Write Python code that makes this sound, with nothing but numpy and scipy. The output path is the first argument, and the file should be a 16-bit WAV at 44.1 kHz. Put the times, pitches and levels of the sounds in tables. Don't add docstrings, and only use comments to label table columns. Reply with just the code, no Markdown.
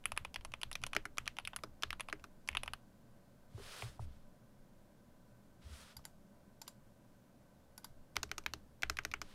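import sys
import numpy as np
from scipy import signal
from scipy.fft import rfft, irfft, next_fast_len
from scipy.io import wavfile
from scipy.ndimage import uniform_filter1d

SR = 44100
rng = np.random.default_rng(int(sys.argv[2]) if len(sys.argv) > 2 else 0)


def int16_out(signal):
    q = np.round(np.clip(np.atleast_2d(signal).T, -1, 1) * 32767)
    wavfile.write(sys.argv[1], SR, q.astype(np.int16))


N = 411894

# start_s, keycap_pitch_hz, keycap_level_db, plate_level_db, stem_level_db, housing_level_db
LETTER_CONTACTS = [(0.0397, 2840, -53.5, -61, -68, -67), (0.0559, 2490, -28, -34, -43, -31),
                   (0.119, 2520, -38, -33, -45.5, -42), (0.165, 3120, -54, -45, -60, -56),
                   (0.1754, 2200, -25.5, -33, -36, -36.5), (0.249, 2440, -37, -35, -46, -50.5),
                   (0.343, 2860, -41, -47, -42.5, -50), (0.3596, 2450, -32, -37.5, -41.5, -49),
                   (0.41, 2700, -54.5, -55, -62, -68), (0.449, 2800, -45.5, -38, -46.5, -44.5),
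                   (0.519, 2750, -54, -54, -57, -63), (0.5379, 2560, -34.5, -37.5, -49.5, -53),
                   (0.6151, 2830, -44, -51, -46.5, -49), (0.6322, 2880, -31, -35, -38.5, -39),
                   (0.7143, 2630, -41.5, -41, -49, -43.5), (0.729, 3180, -49, -60, -39.5, -48),
                   (0.7542, 2400, -33, -38.5, -37.5, -50), (0.8172, 2710, -60, -57.5, -58, -63),
                   (0.828, 2750, -58, -51, -59, -64), (0.8373, 2460, -29.5, -32.5, -39.5, -43),
                   (0.8654, 3030, -41, -39, -41.5, -42), (0.9323, 2560, -34.5, -35.5, -47.5, -50.5),
                   (1.1722, 2970, -53, -47, -50.5, -59), (1.1822, 2450, -26, -31.5, -34, -41),
                   (1.2578, 3060, -50, -58, -55, -63), (1.266, 2830, -49, -44.5, -58, -62.5),
                   (1.277, 2270, -27.5, -40.5, -34, -45), (1.3679, 2950, -46, -48, -53, -62),
                   (1.3858, 2640, -33, -35, -45, -49), (1.398, 2700, -50, -47, -56, -60),
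                   (1.4509, 2790, -39, -58, -44.5, -51), (1.4742, 2550, -32, -39.5, -43.5, -42),
                   (1.533, 2630, -45.5, -41, -61, -74), (1.5621, 2870, -41.5, -37, -39.5, -35.5),
                   (1.588, 2020, -50, -51, -57, -81), (1.8236, 2840, -42.5, -48, -40.5, -56),
                   (1.9054, 2390, -32.5, -44, -38.5, -52), (1.9289, 2880, -42, -34, -44, -51),
                   (1.9972, 2390, -40, -39.5, -51, -53), (2.0066, 2560, -33.5, -38.5, -47, -38.5),
                   (2.0862, 2550, -44, -38, -54, -56), (2.099, 2690, -50, -46, -49.5, -62),
                   (2.196, 2550, -61, -57.5, -69, -74), (2.476, 2820, -51.5, -50, -46.5, -56),
                   (2.488, 2330, -26, -34, -39.5, -39), (2.515, 2660, -54, -54, -61, -68),
                   (2.529, 2360, -48, -54, -59, -68), (2.5501, 2410, -31.5, -35, -48.5, -50),
                   (2.5701, 2770, -27, -32.5, -44, -41.5), (2.6335, 2550, -36.5, -35.5, -45.5, -42),
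                   (2.66, 2360, -54, -45, -56, -59), (2.678, 2600, -35, -35.5, -48, -53),
                   (2.7347, 2520, -40, -35, -38.5, -45)]
# start_s, keycap_pitch_hz, keycap_level_db, plate_level_db, stem_level_db, housing_level_db, case_level_db
RIM_CONTACTS = [(0.9501, 2840, -43, -38.5, -42, -50.5, -42.5),
                (0.9648, 2250, -22.5, -29, -33.5, -46, -32.5),
                (1.0541, 2090, -40.5, -35.5, -46, -50.5, -45.5),
                (1.6358, 2070, -43, -35.5, -41, -55, -35.5), (1.834, 3130, -27, -29.5, -35.5, -45.5, -44.5),
                (2.1272, 2040, -31, -34.5, -43.5, -53.5, -36.5), (2.2407, 2390, -49, -43, -51, -59, -50),
                (8.157, 2410, -44, -49, -48, -56, -49), (8.1664, 2190, -27.5, -29, -29.5, -44, -40),
                (8.231, 2540, -37, -34, -31, -48, -41.5), (8.2926, 2230, -57, -62, -62, -78, -61),
                (8.3149, 2240, -29.5, -35.5, -36.5, -55, -45), (8.381, 2470, -39.5, -36, -35.5, -49, -45.5),
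                (8.438, 2420, -63, -68, -64, -76, -65), (8.4623, 2220, -31.5, -34.5, -33.5, -54, -45.5),
                (8.5361, 2550, -39.5, -35.5, -35, -51, -42.5), (8.8222, 2510, -41.5, -52, -42, -57, -48),
                (8.8327, 2300, -26, -29, -37, -54, -43), (8.8978, 2230, -32.5, -31, -29, -45, -38.5),
                (8.9698, 2390, -38.5, -61, -43.5, -52, -62), (8.9876, 2230, -28.5, -32.5, -42, -58, -46.5),
                (9.0355, 2520, -61, -64, -58, -76, -58), (9.0501, 2250, -33, -34.5, -32.5, -49, -43),
                (9.1148, 2370, -44, -55, -44.5, -62, -66), (9.138, 2210, -29, -32, -41.5, -54, -46),
                (9.216, 2150, -40, -36, -38, -55, -43.5)]


def amp(db):
    return 10 ** (np.asarray(db) / 20)


def rms_one(x):
    return x / np.sqrt(np.mean(x ** 2) + 1e-20)


def at_hz(points, hz):
    points_hz, values = np.transpose(points)
    return np.interp(np.log(hz), np.log(points_hz), values)


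def level(rows, column=1):
    rows = np.array(rows)
    db = np.interp(np.arange(N) / SR, rows[:, 0], rows[:, column], left=-200, right=-200)
    return amp(db)


def resonance(hz, t60, size):
    radius = amp(-60 / (t60 * SR))
    angle = 2 * np.pi * hz / SR
    z = np.exp(-2j * np.pi * np.arange(size // 2 + 1) / size)
    return (1 - z * z) / (1 - 2 * radius * np.cos(angle) * z + radius * radius * z * z)


def coloured(spectrum):
    size = next_fast_len(N)
    hz = np.maximum(np.arange(size // 2 + 1) * SR / size, 1)
    white = rfft(rng.standard_normal(size))
    return rms_one(irfft(white * amp(at_hz(spectrum, hz)), size)[:N])


def narrow_noise(hz, width_hz):
    size = next_fast_len(N)
    t60 = np.log(1000) / (np.pi * width_hz)
    white = rfft(rng.standard_normal(size))
    return rms_one(irfft(white * resonance(hz, t60, size) ** 2, size)[:N])


def grain(depth_db, size):
    return amp(depth_db * rms_one(uniform_filter1d(rng.standard_normal(N), size=size)))


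def rattles(firmness, length_ms, density):
    size = 600
    decay_samples = np.maximum(length_ms, .1)[:, None] * 2 * SR / 1000
    fade = np.exp(-np.arange(size) / decay_samples)
    draw = rng.random((len(length_ms), size, 2))
    touches = draw[..., 0] < density
    strength = 2 * draw[..., 1] - 1
    bursts = touches * strength * fade
    share = np.clip(firmness, 0, 1)
    bursts = bursts * np.sqrt((1 - share) / np.sum(bursts ** 2, axis=1))[:, None]
    bursts[:, 0] = -np.sqrt(share)
    return bursts


def strike(s, bursts, db, modes, spread_db, pitch_hz=1, size=4096):
    contact = 2.77
    force = rfft(bursts, size)
    luck = rng.normal(0, 1, (len(s), len(modes)))
    bins_hz = np.arange(size // 2 + 1) * SR / size
    sound = 0
    for k, (multiple, mode_db, t60) in enumerate(modes):
        hz = multiple * np.reshape(pitch_hz, (-1, 1))
        softness = (1 + 1j * bins_hz / (contact * hz)) ** 2
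        rung = force * resonance(hz, t60, size) / softness
        energy = 2 * np.sum(np.abs(rung) ** 2, axis=1) / size / (.002 * SR)
        gain = amp(db + mode_db + spread_db * luck[:, k]) / np.sqrt(energy)
        sound = sound + (-1) ** k * rung * gain[:, None]
    out = np.zeros(N + size)
    places = np.round(s * SR).astype(int)[:, None] + np.arange(size)
    np.add.at(out, places, irfft(sound, size))
    return out[:N]


def air():
    # frequency_hz, relative density_db (per Hz)
    air_spectrum = [(24, -42.5), (40, -26), (54, -11.5), (87, -9.5), (121, -2), (160, -3), (200, 1.5),
                    (415, -14), (576, -9.5), (819, -17), (1030, -19), (1540, -23.5), (2420, -29.5),
                    (14100, -35), (16400, -35.5)]
    # pitch_hz, width_hz, level_db
    fan_tones = [(576.3, 60, -80.5), (994, 30, -85.5), (1532, 75, -86)]
    rush = amp(-65.5) * coloured(air_spectrum)
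    return rush + sum(amp(db) * narrow_noise(hz, width_hz) for hz, width_hz, db in fan_tones)


def shake():
    # start_s, sway_db, desk_hum_db, arm_hum_db
    jolts = [(0.1, -49, -59, -61), (0.19, -52, -57, -58), (0.37, -46, -55, -64), (0.5, -55.5, -64, -63),
             (0.65, -50.5, -55.5, -57.5), (0.8, -53, -55, -54), (0.97, -49, -61, -59),
             (1.18, -54, -62, -64), (1.42, -60, -57, -70), (1.66, -60.5, -62, -63),
             (1.85, -55.5, -54.5, -61.5), (2.14, -57, -61, -77), (2.5, -47, -49, -60),
             (2.68, -57, -60, -63), (3.6, -54.5, -60, -63), (3.83, -48.5, -59.5, -49),
             (4.01, -44, -43, -61), (4.58, -56, -76.5, -74), (5.65, -73, -46.5, -64), (5.96, -63, -57, -61),
             (7.9, -55, -65, -70), (8.17, -56, -58, -54.5), (8.33, -67, -65, -70), (8.47, -61, -68, -64),
             (8.83, -56, -53, -73), (8.89, -66, -56, -75), (9.04, -55, -50, -73)]
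    # pitch_hz, width_hz, rest_level_db, key_blow_db (added to the plate level), rise_s, t60_s
    shakers = [(12.92, 8, -67, -24, 0.023, 0.74), (69.6, 17, -76.5, -27, 0.017, .4),
               (117.9, 22, -74, -31.5, 0.018, 0.26)]
    contacts = LETTER_CONTACTS + RIM_CONTACTS
    key_s, key_db = np.transpose([(row[0], row[3]) for row in contacts])
    jolt_s, *jolts_db = np.transpose(jolts)
    out = 0
    for jolt_db, (hz, width_hz, rest_db, blow_db, rise_s, t60) in zip(jolts_db, shakers):
        energy = np.full(N, 1e-18)
        energy[(key_s * SR).astype(int)] += amp(key_db + blow_db) ** 2
        energy[(jolt_s * SR).astype(int)] += amp(jolt_db) ** 2
        rise = np.exp(-1 / (rise_s * SR))
        keep = amp(-120 / (t60 * SR))
        energy = signal.lfilter([1 - rise], np.convolve([1, -rise], [1, -keep]), energy)
        out = out + np.sqrt(energy + amp(rest_db) ** 2) * narrow_noise(hz, width_hz)
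    return out


def keys(rows, case_db, plate_hz, stem_hz, pitch_spread, edge_db, loose_ms_per_db, firmness):
    # pitch_hz, relative level_db, t60_s
    case_modes = [(189.2, -14, 0.023), (310, -8, 0.15), (396, -5.5, 0.027), (413, -2.5, 0.067),
                  (546, -8.5, 0.012), (646, -4, 0.025), (5000, -16, 0.034)]
    housing_modes = [(7790, -11.5, 0.0013), (9600, -3.5, 0.003), (10430, -2.5, 0.00383),
                     (11280, -9.5, 0.0045)]
    edge_modes = [(11950, -1.5, .003), (14300, -13.5, .003)]
    # pitch_multiple, relative level_db, t60_s
    plate_modes = [(.55, -12.5, .014), (.78, -6.5, 0.0064), (1, -1.5, 0.0082), (1.2, -4.5, 0.0061)]
    keycap_modes = [(.8, -5.5, 0.0033), (1, -1.5, 0.006), (1.17, -6.5, 0.0062), (1.36, -10.5, 0.0079)]
    stem_modes = [(.82, -6.5, 0.0038), (1.001, -5.5, 0.0046), (1.15, -5, 0.0023), (1.298, -8, 0.0033),
                  (1.48, -16.5, 0.0032)]
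    s, cap_hz, cap_db, plate_db, stem_db, housing_db = rows
    place = 1 + pitch_spread * rng.normal(0, 1, (len(s), 2))
    hard_db = cap_db + 35
    loose_db = stem_db - cap_db + 9
    length_ms = 1.7 - 0.09 * hard_db + loose_ms_per_db * loose_db
    bursts = rattles(firmness, length_ms, density=.15)
    plate_pitch_hz = (plate_hz + 7.5 * hard_db) * place[:, 0]
    small_parts = [(housing_db, housing_modes, 1), (stem_db + edge_db, edge_modes, 1),
                   (plate_db, plate_modes, plate_pitch_hz), (cap_db, keycap_modes, cap_hz),
                   (stem_db, stem_modes, stem_hz * place[:, 1])]
    out = strike(s, bursts, case_db, case_modes, spread_db=1.5)
    for db, modes, hz in small_parts:
        out = out + strike(s, bursts, db, modes, spread_db=1.5, pitch_hz=hz, size=2048)
    return out


def keyboard():
    letters = np.transpose(LETTER_CONTACTS)
    *rim, rim_case_db = np.transpose(RIM_CONTACTS)
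    letter_case_db = letters[3] - 24.5
    letter_sound = keys(letters, letter_case_db, plate_hz=1179.5, stem_hz=4749.5, pitch_spread=0.12,
                        edge_db=-16.5, loose_ms_per_db=-0.04, firmness=0.69)
    rim_sound = keys(rim, rim_case_db, plate_hz=1359.5, stem_hz=5201, pitch_spread=0.05,
                     edge_db=-15, loose_ms_per_db=-0.03, firmness=0.62)
    return letter_sound + rim_sound


def slides():
    # start_s, body_level_db, treble_level_db
    strokes = [
        [(3.5, -82.5, -86.5), (3.586, -66, -68.5), (3.658, -56.5, -61.5), (3.818, -53.5, -57.5),
         (3.876, -59, -63.5), (3.982, -78, -82)],
        [(3.99, -83, -86), (4.002, -70, -71), (4.05, -70.5, -72), (4.07, -78, -95), (4.13, -75, -82),
         (4.24, -85, -92)],
        [(5.6, -103, -97), (5.62, -70, -78), (5.73, -63.5, -65.5), (5.814, -61.5, -64), (5.924, -64.5, -73),
         (5.96, -80, -82)],
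        [(9.22, -54, -68.5), (9.234, -71.5, -80), (9.308, -64, -71), (9.34, -65.5, -75)],
    ]
    # frequency_hz, relative density_db (per Hz)
    body_spectrum = [(250, -24), (420, 2.5), (800, -3.5), (1300, 3), (2200, -1.5), (3500, 0), (5200, -5.5),
                     (7000, -17), (16000, -46)]
    treble_spectrum = [(2000, -25), (5000, -3.5), (7000, -6.5), (9000, -4.5), (11000, -8.5), (13000, -16),
                       (16000, -16)]
    jerks = grain(0.72, size=1500)
    body = rms_one(jerks * grain(0.63, size=400) * coloured(body_spectrum))
    treble = rms_one(jerks * grain(0.84, size=150) * coloured(treble_spectrum))
    return sum(level(rows) * body + level(rows, column=2) * treble for rows in strokes)


def thumps():
    # start_s, level_db, push_length_ms
    drops = [(3.545, -47.5, 3.6), (3.829, -48, 2.8), (3.996, -36.5, 3.4), (4.011, -40.5, 6),
             (4.045, -41, 5.1), (5.642, -52, 5.4), (5.66, -51, 6.2)]
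    # pitch_hz, relative level_db, t60_s
    desk_modes = [(51.4, -5.5, 0.1), (69.7, 0.5, 0.62), (106, -0.5, 0.13)]
    s, db, push_ms = np.transpose(drops)
    phase = np.arange(500) / (push_ms[:, None] * SR / 1000)
    push = np.sin(np.pi * np.minimum(phase, 1))
    return strike(s, push, db, desk_modes, spread_db=4.0, size=32768)


def knocks():
    # start_s, rattle_length_ms, hollow_level_db, knock_level_db, crack_level_db
    touches = [(3.578, 1.9, -43.5, -49, -70), (3.596, 3.0, -43, -72, -73), (3.8225, 2.2, -50, -38.5, -32.5),
               (3.9931, 0.72, -55, -40, -75), (4.022, 1.5, -60, -67, -56), (5.992, 1.6, -69, -55, -66)]
    # pitch_hz, relative level_db, t60_s
    hollow_modes = [(338, -5, 0.0046), (395, -2, 0.078)]
    knock_modes = [(630, -8.5, 0.011), (900, -4.5, 0.0065), (1270, -11, 0.014)]
    crack_modes = [(2040, -12, 0.0071), (2770, -13, 0.0041), (4420, -34, .004)]
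    s, length_ms, *part_db = np.transpose(touches)
    bursts = rattles(0.43, length_ms, density=0.18)
    parts = zip(part_db, (hollow_modes, knock_modes, crack_modes))
    return sum(strike(s, bursts, db, modes, spread_db=2.0) for db, modes in parts)


def mouse():
    # start_s, rattle_length_ms, shell_level_db, leaf_level_db, pitch_factor
    clicks = [(5.9672, 1.7, -42, -59, 0.98), (6.041, 3.0, -58, -71, 0.46), (6.0523, 1.04, -37.5, -51, 0.97),
              (6.616, 1.8, -41, -56, 0.98), (6.667, 3.3, -58, -75, 0.41), (6.6783, 1.44, -39, -48, 1),
              (7.778, 1.6, -42, -65, 0.957), (7.833, 3.3, -65, -75, 0.44), (7.8442, 2, -39, -61, 0.97)]
    # pitch_hz (before the pitch factor), relative level_db, t60_s
    shell_modes = [(905, -13.5, 0.022), (1570, -17, 0.045), (2070, -18, 0.01), (3680, -14, 0.0026),
                   (4870, -10.5, 0.014), (5700, -12, 0.0038), (7400, -10.5, 0.011), (9430, -14.5, 0.0057),
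                   (10400, -18, .008), (11540, -11, .01), (13600, -15, 0.0019)]
    leaf_modes = [(4770, -7, 0.057), (4780, -12, .07), (7200, -12, 0.087), (7560, -9.5, .08),
                  (9190, -6, 0.043), (11100, -13, .05), (12300, -11.5, .05)]
    s, length_ms, shell_db, leaf_db, pitch_factor = np.transpose(clicks)
    bursts = rattles(0.093, length_ms, density=0.23)
    shell = strike(s, bursts, shell_db, shell_modes, spread_db=2.5, pitch_hz=pitch_factor)
    leaf = strike(s, bursts, leaf_db, leaf_modes, spread_db=3.5, pitch_hz=pitch_factor)
    return shell + leaf


def room(x):
    # frequency_hz, t60_s
    tail_t60 = [(300, 0.2), (800, 0.21), (2000, 0.12), (5000, 0.22), (12000, .15)]
    # frequency_hz, level_db (relative to the sound sent in)
    tail_db = [(300, -22), (800, -17.5), (2000, -17), (5000, -22.5), (12000, -22)]
    edges_hz = 200 * 2 ** np.arange(0, 6.6, .5)
    white = rng.standard_normal((2, N))
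    out = 0
    for k, (low, high) in enumerate(zip(edges_hz, edges_hz[1:])):
        hz = np.sqrt(low * high)
        band = signal.butter(2, [low, high], "band", fs=SR, output="sos")
        keep = amp(-120 / (at_hz(tail_t60, hz) * SR))
        energy = signal.lfilter([1 - keep], [1, -keep], signal.sosfilt(band, x + 1e-18) ** 2)
        noise = rms_one(signal.sosfilt(band, white[k % 2]))
        out = out + amp(at_hz(tail_db, hz)) * np.sqrt(energy) * noise
    return out


def scene():
    near, far = keyboard() + knocks(), mouse()
    hits = near + far + room(near + amp(7.5) * far)
    return (hits + thumps() + shake() + slides() + air())[None]


def record(dry):
    low_pass = signal.cheby2(12, 60, 16550, fs=SR, output="sos")
    return signal.sosfilt(low_pass, dry)


dry = scene()
out = record(dry)
int16_out(out)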